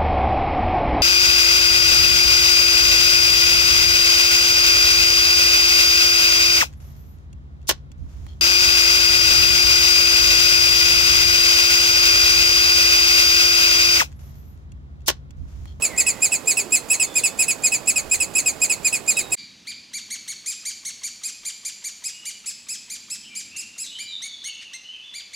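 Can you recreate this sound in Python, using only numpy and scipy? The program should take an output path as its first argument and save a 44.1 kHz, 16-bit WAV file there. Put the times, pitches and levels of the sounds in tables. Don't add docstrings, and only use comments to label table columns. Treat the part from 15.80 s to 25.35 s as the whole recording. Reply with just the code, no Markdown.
import sys
import numpy as np
from scipy import signal
from scipy.fft import rfft, irfft, next_fast_len
from scipy.io import wavfile

SR = 44100
rng = np.random.default_rng(int(sys.argv[2]) if len(sys.argv) > 2 else 0)


def master_out(mix):
    frames = np.transpose(np.atleast_2d(mix))
    ceiling = np.clip(frames, -1, 1)
    pcm = np.round(ceiling * 32767).astype(np.int16)
    wavfile.write(sys.argv[1], SR, pcm)


N = 421155
TIME = np.arange(N) / SR


def from_db(db):
    return 10 ** (np.asarray(db) / 20)


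def rms_one(x):
    return x / np.sqrt(np.mean(x ** 2) + 1e-20)


def in_time(rows):
    return np.interp(TIME, *np.transpose(rows))


def at_hz(points, hz):
    f_hz, value = np.transpose(points)
    return np.interp(np.log(np.maximum(hz, 1)), np.log(f_hz), value)


def wander(size, rate_hz, count=512):
    return np.interp(np.arange(size) * rate_hz / SR, np.arange(count), rng.standard_normal(count))


def noise(spectrum, channels=2):
    size = next_fast_len(N)
    hz = np.fft.rfftfreq(size, 1 / SR)
    bins = rfft(rng.standard_normal((channels, size))) * from_db(at_hz(spectrum, hz))
    return rms_one(irfft(bins, size)[:, :N])


def stereo(pair, likeness):
    c = np.clip(likeness, 0, 1)
    middle = np.sqrt(1 + c) * pair[0]
    side = np.sqrt(1 - c) * pair[1]
    return (middle + side * [[1], [-1]]) / np.sqrt(2)


def lean(x, left_db):
    left = from_db(left_db)
    return x * 2 * np.array([[left], [1]]) / (1 + left)


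def add(track, start_s, sound):
    i = max(round(start_s * SR), 0)
    track[i:i + len(sound)] += sound[:N - i]


# f/Hz, level/dB
FOREST = [(1000, -4.5), (2400, 4), (4700, 9), (7200, 2.5), (9000, -5), (14000, -1.5)]


def scatter(x, t60_s, build_s, likeness, spectrum=FOREST):
    t = TIME[:SR + SR // 2]
    envelope = from_db(-60 * t / t60_s) * (1 - np.exp(-t / build_s))
    tail = rng.standard_normal((2, len(t))) * envelope
    tail = stereo(tail / np.sqrt(np.sum(tail ** 2, axis=1, keepdims=True)), likeness)
    colour = from_db(at_hz(spectrum, np.fft.rfftfreq(len(t), 1 / SR)))
    tail = irfft(rfft(tail) * colour)[:, :SR + SR // 4]
    return signal.fftconvolve(x[None], tail, axes=1)[:, :N]


# f/Hz, level/dB per Hz
STILL_AIR = [(18, -49), (30, -12), (192, -11.5), (420, -13.5), (1330, -15), (2300, -7), (2620, -6.5),
             (4540, -5.5), (5170, -9), (6540, -8.5), (7260, -18), (11900, -28), (15500, -44)]
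# f/Hz, side-to-middle level/dB
AIR_WIDTH = [(60, -16), (200, -4), (380, 0), (700, -0.5), (1300, -2.5), (2400, -23.5), (8000, -72)]
# t/s, level/dB
DRONE = [(3.62, -56), (6.03, -65.5), (7.7, -57), (9.5, -72)]


def calm_wood(air_db=-53, drone_trim_db=-2):
    middle, side = noise(STILL_AIR)
    size = next_fast_len(N)
    width = from_db(at_hz(AIR_WIDTH, np.fft.rfftfreq(size, 1 / SR)))
    side = irfft(rfft(side, size) * width, size)[:N]
    air = from_db(air_db) * (middle + side * [[1], [-1]])
    drone_spectrum = [(40, -40), (80, -10.5), (140, -13.5), (215, -4.0), (270, -8.5), (400, -19.0), (1200, -77)]
    drone = stereo(noise(drone_spectrum), likeness=1.0)
    return air + from_db(in_time(DRONE) + drone_trim_db) * drone


# f/Hz, level/dB per Hz
BREEZE = [(30, -11.5), (70, -5), (150, -1), (350, 0), (700, -1.5), (1000, -5.5), (1500, -10.5), (3000, -15),
          (7000, -21), (11000, -21.5), (15500, -26.5)]
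# t/s, level/dB
BREEZE_LEVEL = [(0.0, -39.5), (0.67, -40), (0.8, -40), (3.5, -40.5)]
# t/s, level/dB
GUSTS = [(0.0, -54.5), (0.29, -44), (0.41, -67), (2.01, -64.5), (2.27, -44.5), (3.32, -68), (3.5, -51)]


def breeze(air_trim_db=1.5, air_left_db=-11.5, gust_left_db=-15):
    air = from_db(in_time(BREEZE_LEVEL) + air_trim_db) * stereo(noise(BREEZE), likeness=0.51)
    buffet_spectrum = [(10, -8.5), (30, -9.5), (70, 1.0), (160, -22), (600, -86)]
    buffets = from_db(in_time(GUSTS)) * stereo(noise(buffet_spectrum), likeness=0.43)
    return lean(air, air_left_db) + lean(buffets, gust_left_db)


def moan(start_s=0.54, length_s=0.48, start_hz=520, end_hz=300, level_db=-45, wander_hz=70, left_db=-10):
    track, size = np.zeros(N), int(length_s * SR)
    phase = 2 * np.pi * np.cumsum(np.geomspace(start_hz, end_hz, size)) / SR
    tone = wander(size, wander_hz) * np.sin(phase) + wander(size, wander_hz) * np.cos(phase)
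    add(track, start_s, signal.windows.tukey(size, .5) * tone)
    return lean(from_db(level_db) * track, left_db)


# t/s, length/s, start f/Hz, end f/Hz, level/dB before the direct and forest gains
WHISTLES = [(0.081, 0.082, 2350, 1840, -37.5), (0.158, 0.084, 2200, 1840, -39.5),
            (1.21, 0.16, 3545, 3470, -49.5), (3.298, 0.098, 3900, 3720, -44.5),
            (6.261, 0.24, 2740, 3014, -51), (7.421, 0.049, 3410, 2520, -46), (7.477, 0.07, 2362, 2346, -42),
            (7.709, 0.06, 2574, 2875, -38.5), (8.021, 0.067, 4430, 3200, -42),
            (8.096, 0.073, 2780, 3295, -41), (8.263, 0.11, 4030, 3494, -38), (8.447, 0.13, 3574, 3420, -43),
            (8.598, 0.045, 4860, 3060, -46.5), (8.643, 0.066, 3244, 2570, -38.5),
            (8.843, 0.046, 2910, 2550, -42), (9.033, 0.088, 2928, 3114, -42),
            (9.119, 0.036, 2940, 2430, -42.5), (9.219, 0.074, 3403, 3520, -44)]


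def songbird(direct_db=-4, forest_db=1.0, waver=0.019, waver_hz=500):
    song = np.zeros(N)
    for start_s, length_s, start_hz, end_hz, level_db in WHISTLES:
        size = int(length_s * SR)
        hz = np.geomspace(start_hz, end_hz, size) * (1 + waver * wander(size, waver_hz))
        whistle = signal.windows.tukey(size, .5) * np.sin(2 * np.pi * np.cumsum(hz) / SR)
        add(song, start_s, from_db(level_db) * whistle)
    echo = scatter(song, t60_s=1.0, build_s=0.0014, likeness=0.99)
    return from_db(direct_db) * song + from_db(forest_db) * echo


def scuffles(start_s=8.79, length_s=0.078, level_db=-43, grain_db=4, grain_hz=416):
    level, size = np.zeros(N), int(length_s * SR)
    grain = grain_db * np.tanh(wander(size, grain_hz))
    add(level, start_s, np.hanning(size) * from_db(level_db + grain))
    return level * noise([(800, -30), (2200, 7.0), (5500, -1.0), (9000, -11), (15000, -41)], channels=1)


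ONSET_S, BREAK_S = 0.00554, 0.0037
TRAIL_S = 0.0046
CLEAR_ROUGHNESS = .1


def note_course(length_s, top_at, crown, rise, fall, flip, attack_s, release_s, swell_db,
                break_at, break_db, rough_onset, rough_broken):
    t = TIME[:int((length_s + TRAIL_S) * SR)]
    from_top = t / length_s - top_at
    slope = np.where(from_top < 0, rise, fall)
    sag = np.minimum(slope * (np.hypot(from_top, crown) - crown), .7)
    onset = np.exp(-(t / ONSET_S) ** 2)
    broken = .5 + .5 * np.tanh((t - break_at * length_s) / BREAK_S)
    attack = np.sin(np.pi / 2 * np.clip(t / attack_s, 0, 1)) ** 2
    release = np.clip((t[-1] - t) / release_s, 0, 1)
    pitch = 1 - sag + flip * onset
    gain = attack * release * from_db(-swell_db * sag - break_db * broken)
    rough = CLEAR_ROUGHNESS + rough_onset * onset + (rough_broken - CLEAR_ROUGHNESS) * broken
    return pitch, gain, np.clip(rough, 0, 1)


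NOTE_SAMPLES = 8192
DULLING_DB = 25


def squeak(kind, throat, length_s, top_hz, level_db, bright_db, jitter, hiss_db,
           flutter=0.9, rough_hz=1600, tremble_db=2.5, tremble_hz=160):
    pitch, gain, rough = note_course(length_s, **kind)
    size = len(pitch)
    hz = top_hz * pitch * (1 + jitter * rough * wander(size, rough_hz))
    k = np.arange(1, 11)[:, None]
    treble_db = (bright_db - DULLING_DB * np.abs(1 - pitch)) * (k > 2)
    below_top = np.clip((17000 - k * hz) / 1000, 0, 1)
    weights = from_db(at_hz(throat, k * hz) + treble_db) * below_top
    weights /= np.sqrt(np.sum(weights ** 2, axis=0))
    weights = weights * from_db(tremble_db * np.tanh([wander(size, tremble_hz) for _ in k]))
    phase = k * 2 * np.pi * np.cumsum(hz) / SR + rng.uniform(0, 2 * np.pi, k.shape)
    stack = np.sum(weights * np.sin(phase), axis=0)
    stack *= 1 + flutter * rough * np.tanh(wander(size, rough_hz))
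    hiss_colour = from_db(at_hz(throat, np.fft.rfftfreq(NOTE_SAMPLES, 1 / SR)) / 2)
    hiss = rms_one(irfft(rfft(rng.standard_normal(NOTE_SAMPLES)) * hiss_colour))[:size]
    return (stack + from_db(hiss_db) * np.sqrt(rough) * hiss) * gain * from_db(level_db)


# t/s, length/s, top f/Hz
ARCH_NOTES = [(3.524, 0.057, 2403), (3.8655, 0.064, 2428), (4.13, 0.071, 2366), (4.3, 0.068, 2300),
              (4.4747, 0.063, 2270), (4.656, 0.082, 2522), (4.849, 0.071, 2385), (5.0468, 0.064, 2257),
              (5.23, 0.061, 2372), (5.431, 0.073, 2515), (5.647, .063, 2430), (5.8457, 0.059, 2445),
              (6.037, 0.064, 2380), (6.2353, .072, 2560), (6.45, 0.067, 2408), (6.6556, 0.064, 2617),
              (6.882, 0.082, 2620), (7.095, .075, 2440), (7.2968, .07, 2654), (7.547, 0.075, 2528),
              (7.759, 0.076, 2566), (7.976, 0.097, 2610), (8.184, 0.069, 2398), (8.417, 0.068, 2248),
              (8.638, 0.067, 2231), (8.9303, .04, 2110), (9.334, 0.085, 2392), (9.528, 0.074, 2470)]
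ARCH = dict(top_at=.44, crown=.45, rise=1.35, fall=1.9, flip=-0.203, attack_s=0.0092, release_s=0.0041, swell_db=14.5, break_at=0.67, break_db=5, rough_onset=0.43, rough_broken=0.61)
CUT_SHORT = dict(top_at=.55, crown=0.64, rise=.75, fall=0.18, flip=-0.154, attack_s=0.0048, release_s=0.032, swell_db=22, break_at=0.59, break_db=-0.5, rough_onset=0.56, rough_broken=0.38)
# f/Hz, level/dB
FAR_THROAT = [(1000, -31), (1700, -16.5), (2400, -9.5), (3000, -6.5), (4600, -8), (5600, 0), (7300, 0),
              (8500, -3), (10200, -8.5), (11500, -15), (13000, -21.5), (15500, -35)]
# f/Hz, level/dB
SCREEN = [(2400, 2.5), (6600, -3), (9000, -6.5), (14000, -8)]
# t/s, level/dB, treble level/dB
BEGGING = [(3.55, -28.5, -9), (3.871, -29, -8.5), (4.15, -26, -0.5), (4.7, -24, 4.5), (5.7, -24, 5),
           (7.3, -28, 3.5), (8.0, -29.5, 6), (8.18, -29.5, 1.5), (8.7, -27, 7.5), (9.35, -32, -7)]
# start t/s, end t/s
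FEEDING_S = (8.1, 9.2)


def far_chick(gain_db=0.5, trunks_db=-9, forest_db=-8, ref_hz=2570, push_db_per_octave=13.5,
              treble_db_per_octave=19, catch_db=-20, catch_hz=1250, catch_lead_s=.019, catch_length_s=0.0184):
    voice = np.zeros(N)
    chance = rng.uniform(-1.11, 1, (len(ARCH_NOTES), 2))
    times_s, levels_db, trebles_db = np.transpose(BEGGING)
    screened = [(hz, db + at_hz(SCREEN, hz)) for hz, db in FAR_THROAT]
    catch_throat = [(1200, -4.5), (3300, 1.5), (9000, -32)]
    for (start_s, length_s, top_hz), (higher, louder) in zip(ARCH_NOTES, chance):
        push = np.log2(top_hz / ref_hz)
        level_db = np.interp(start_s, times_s, levels_db) + push_db_per_octave * push
        bright_db = np.interp(start_s, times_s, trebles_db) + treble_db_per_octave * push
        fed = FEEDING_S[0] < start_s < FEEDING_S[1]
        kind, throat = (CUT_SHORT, screened) if fed else (ARCH, FAR_THROAT)
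        note = squeak(kind, throat, length_s, top_hz, level_db + gain_db, bright_db, jitter=0.031, hiss_db=-13)
        add(voice, start_s, note)
        catch = squeak(ARCH, catch_throat, catch_length_s, catch_hz * (1 + 0.153 * higher),
                       level_db + catch_db + 3 * louder, 0, jitter=0.3, hiss_db=-3.5)
        add(voice, start_s - catch_lead_s, catch)
    trunk_spectrum = [(1500, 1.0), (5000, 1), (12000, -0.97)]
    trunks = scatter(voice, t60_s=0.037, build_s=0.0081, likeness=1, spectrum=trunk_spectrum)
    forest = scatter(voice, t60_s=0.72, build_s=0.0023, likeness=1.0)
    return voice + from_db(trunks_db) * trunks + from_db(forest_db) * forest


# t/s, length/s, top f/Hz
SQUEAKS = [(0.0184, 0.064, 2577), (0.1717, 0.065, 2565), (0.262, 0.061, 2575), (0.4153, 0.071, 2545),
           (0.5158, 0.059, 2587), (0.6674, 0.077, 2570), (0.7664, 0.06, 2583), (0.9155, 0.077, 2595),
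           (1.0952, 0.074, 2614), (1.1953, 0.065, 2586), (1.3501, 0.063, 2542), (1.4327, .061, 2595),
           (1.5844, 0.072, 2602), (1.6776, .061, 2578), (1.8314, .066, 2545), (1.916, 0.061, 2564),
           (2.068, 0.062, 2606), (2.156, 0.056, 2532), (2.3076, 0.064, 2558), (2.399, 0.056, 2582),
           (2.5475, 0.074, 2592), (2.6562, 0.061, 2544), (2.811, 0.062, 2552), (2.894, 0.058, 2557),
           (3.0412, 0.062, 2525), (3.1234, 0.058, 2572), (3.2724, 0.066, 2528), (3.3648, .06, 2566),
           (3.5145, 0.043, 2577)]
LEAD = dict(top_at=.3, crown=.23, rise=0.761, fall=.55, flip=.05, attack_s=0.011, release_s=0.031, swell_db=36.5, break_at=0.547, break_db=3, rough_onset=.4, rough_broken=0.67)
ANSWER = dict(top_at=.23, crown=.25, rise=0.32, fall=0.37, flip=0.1107, attack_s=0.0082, release_s=0.035, swell_db=32.5, break_at=0.39, break_db=1, rough_onset=0.44, rough_broken=0.49)
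# f/Hz, level/dB
NEAR_THROAT = [(1300, -54), (1900, -20.5), (2550, -6.5), (3500, -19.5), (4500, -11), (5200, -14),
               (5800, -21), (6800, -1), (7600, 0.5), (8800, -14), (10300, -9), (11200, -18.5), (13000, -23),
               (15500, -28.5)]
# f/Hz, level difference/dB
NEAR_BALANCE = [(2500, -4), (5000, -4.5), (7600, -1), (9000, -0.5), (10500, -3.5), (15000, -22)]
PAIR_GAP_S = .13


def near_chick(lead_db=-10.5, answer_db=-12.5, lead_treble_db=2.3, answer_treble_db=1.0, ref_hz=2640,
               push_db_per_octave=7.5, treble_db_per_octave=44.5, tiring_db_per_s=0.38,
               catch_db=-18, catch_hz=2450, catch_lead_s=.014, catch_length_s=0.021,
               hole_db=-14, forest_db=-23, left_lag_s=.000011):
    voice, previous_s = np.zeros(N), 0
    for start_s, length_s, top_hz in SQUEAKS:
        if start_s - previous_s < PAIR_GAP_S:
            kind, level_db, treble_db = ANSWER, answer_db, answer_treble_db
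        else:
            kind, level_db, treble_db = LEAD, lead_db, lead_treble_db
        previous_s = start_s
        push = np.log2(top_hz / ref_hz)
        level_db = level_db + push_db_per_octave * push - tiring_db_per_s * start_s
        bright_db = treble_db + treble_db_per_octave * push
        note = squeak(kind, NEAR_THROAT, length_s, top_hz, level_db, bright_db, jitter=0.073, hiss_db=-14.0)
        add(voice, start_s, note)
        catch = squeak(LEAD, NEAR_THROAT, catch_length_s, catch_hz, level_db + catch_db, 0, jitter=0.223, hiss_db=1)
        add(voice, start_s - catch_lead_s, catch)
    hole_spectrum = [(2500, 2.5), (7500, 10.3), (14000, 12.0)]
    hole = scatter(voice, t60_s=0.11, build_s=0.00032, likeness=.1, spectrum=hole_spectrum)
    forest = scatter(voice, t60_s=0.38, build_s=0.0076, likeness=0.93)
    sound = voice + from_db(hole_db) * hole + from_db(forest_db) * forest
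    size = next_fast_len(N)
    hz = np.fft.rfftfreq(size, 1 / SR)
    left = from_db(at_hz(NEAR_BALANCE, hz)) * np.exp(-2j * np.pi * hz * left_lag_s)
    sides = 2 * np.array([left, np.ones_like(left)]) / (1 + np.abs(left))
    return irfft(rfft(sound, size) * sides, size)[:, :N]


def scene(change_s=3.556, fade_out_s=.008, fade_in_s=.035):
    first = np.clip((change_s - TIME) / fade_out_s, 0, 1)
    second = np.clip((TIME - change_s) / fade_in_s, 0, 1) ** 2
    song = songbird()
    first_nest = breeze() + moan() + song + near_chick()
    second_nest = calm_wood() + song + scuffles() + far_chick()
    return first * first_nest + second * second_nest


def record(dry, cutoff_hz=16000):
    return signal.sosfilt(signal.ellip(12, .1, 90, cutoff_hz, fs=SR, output="sos"), dry)


dry = scene()
out = record(dry)
master_out(out)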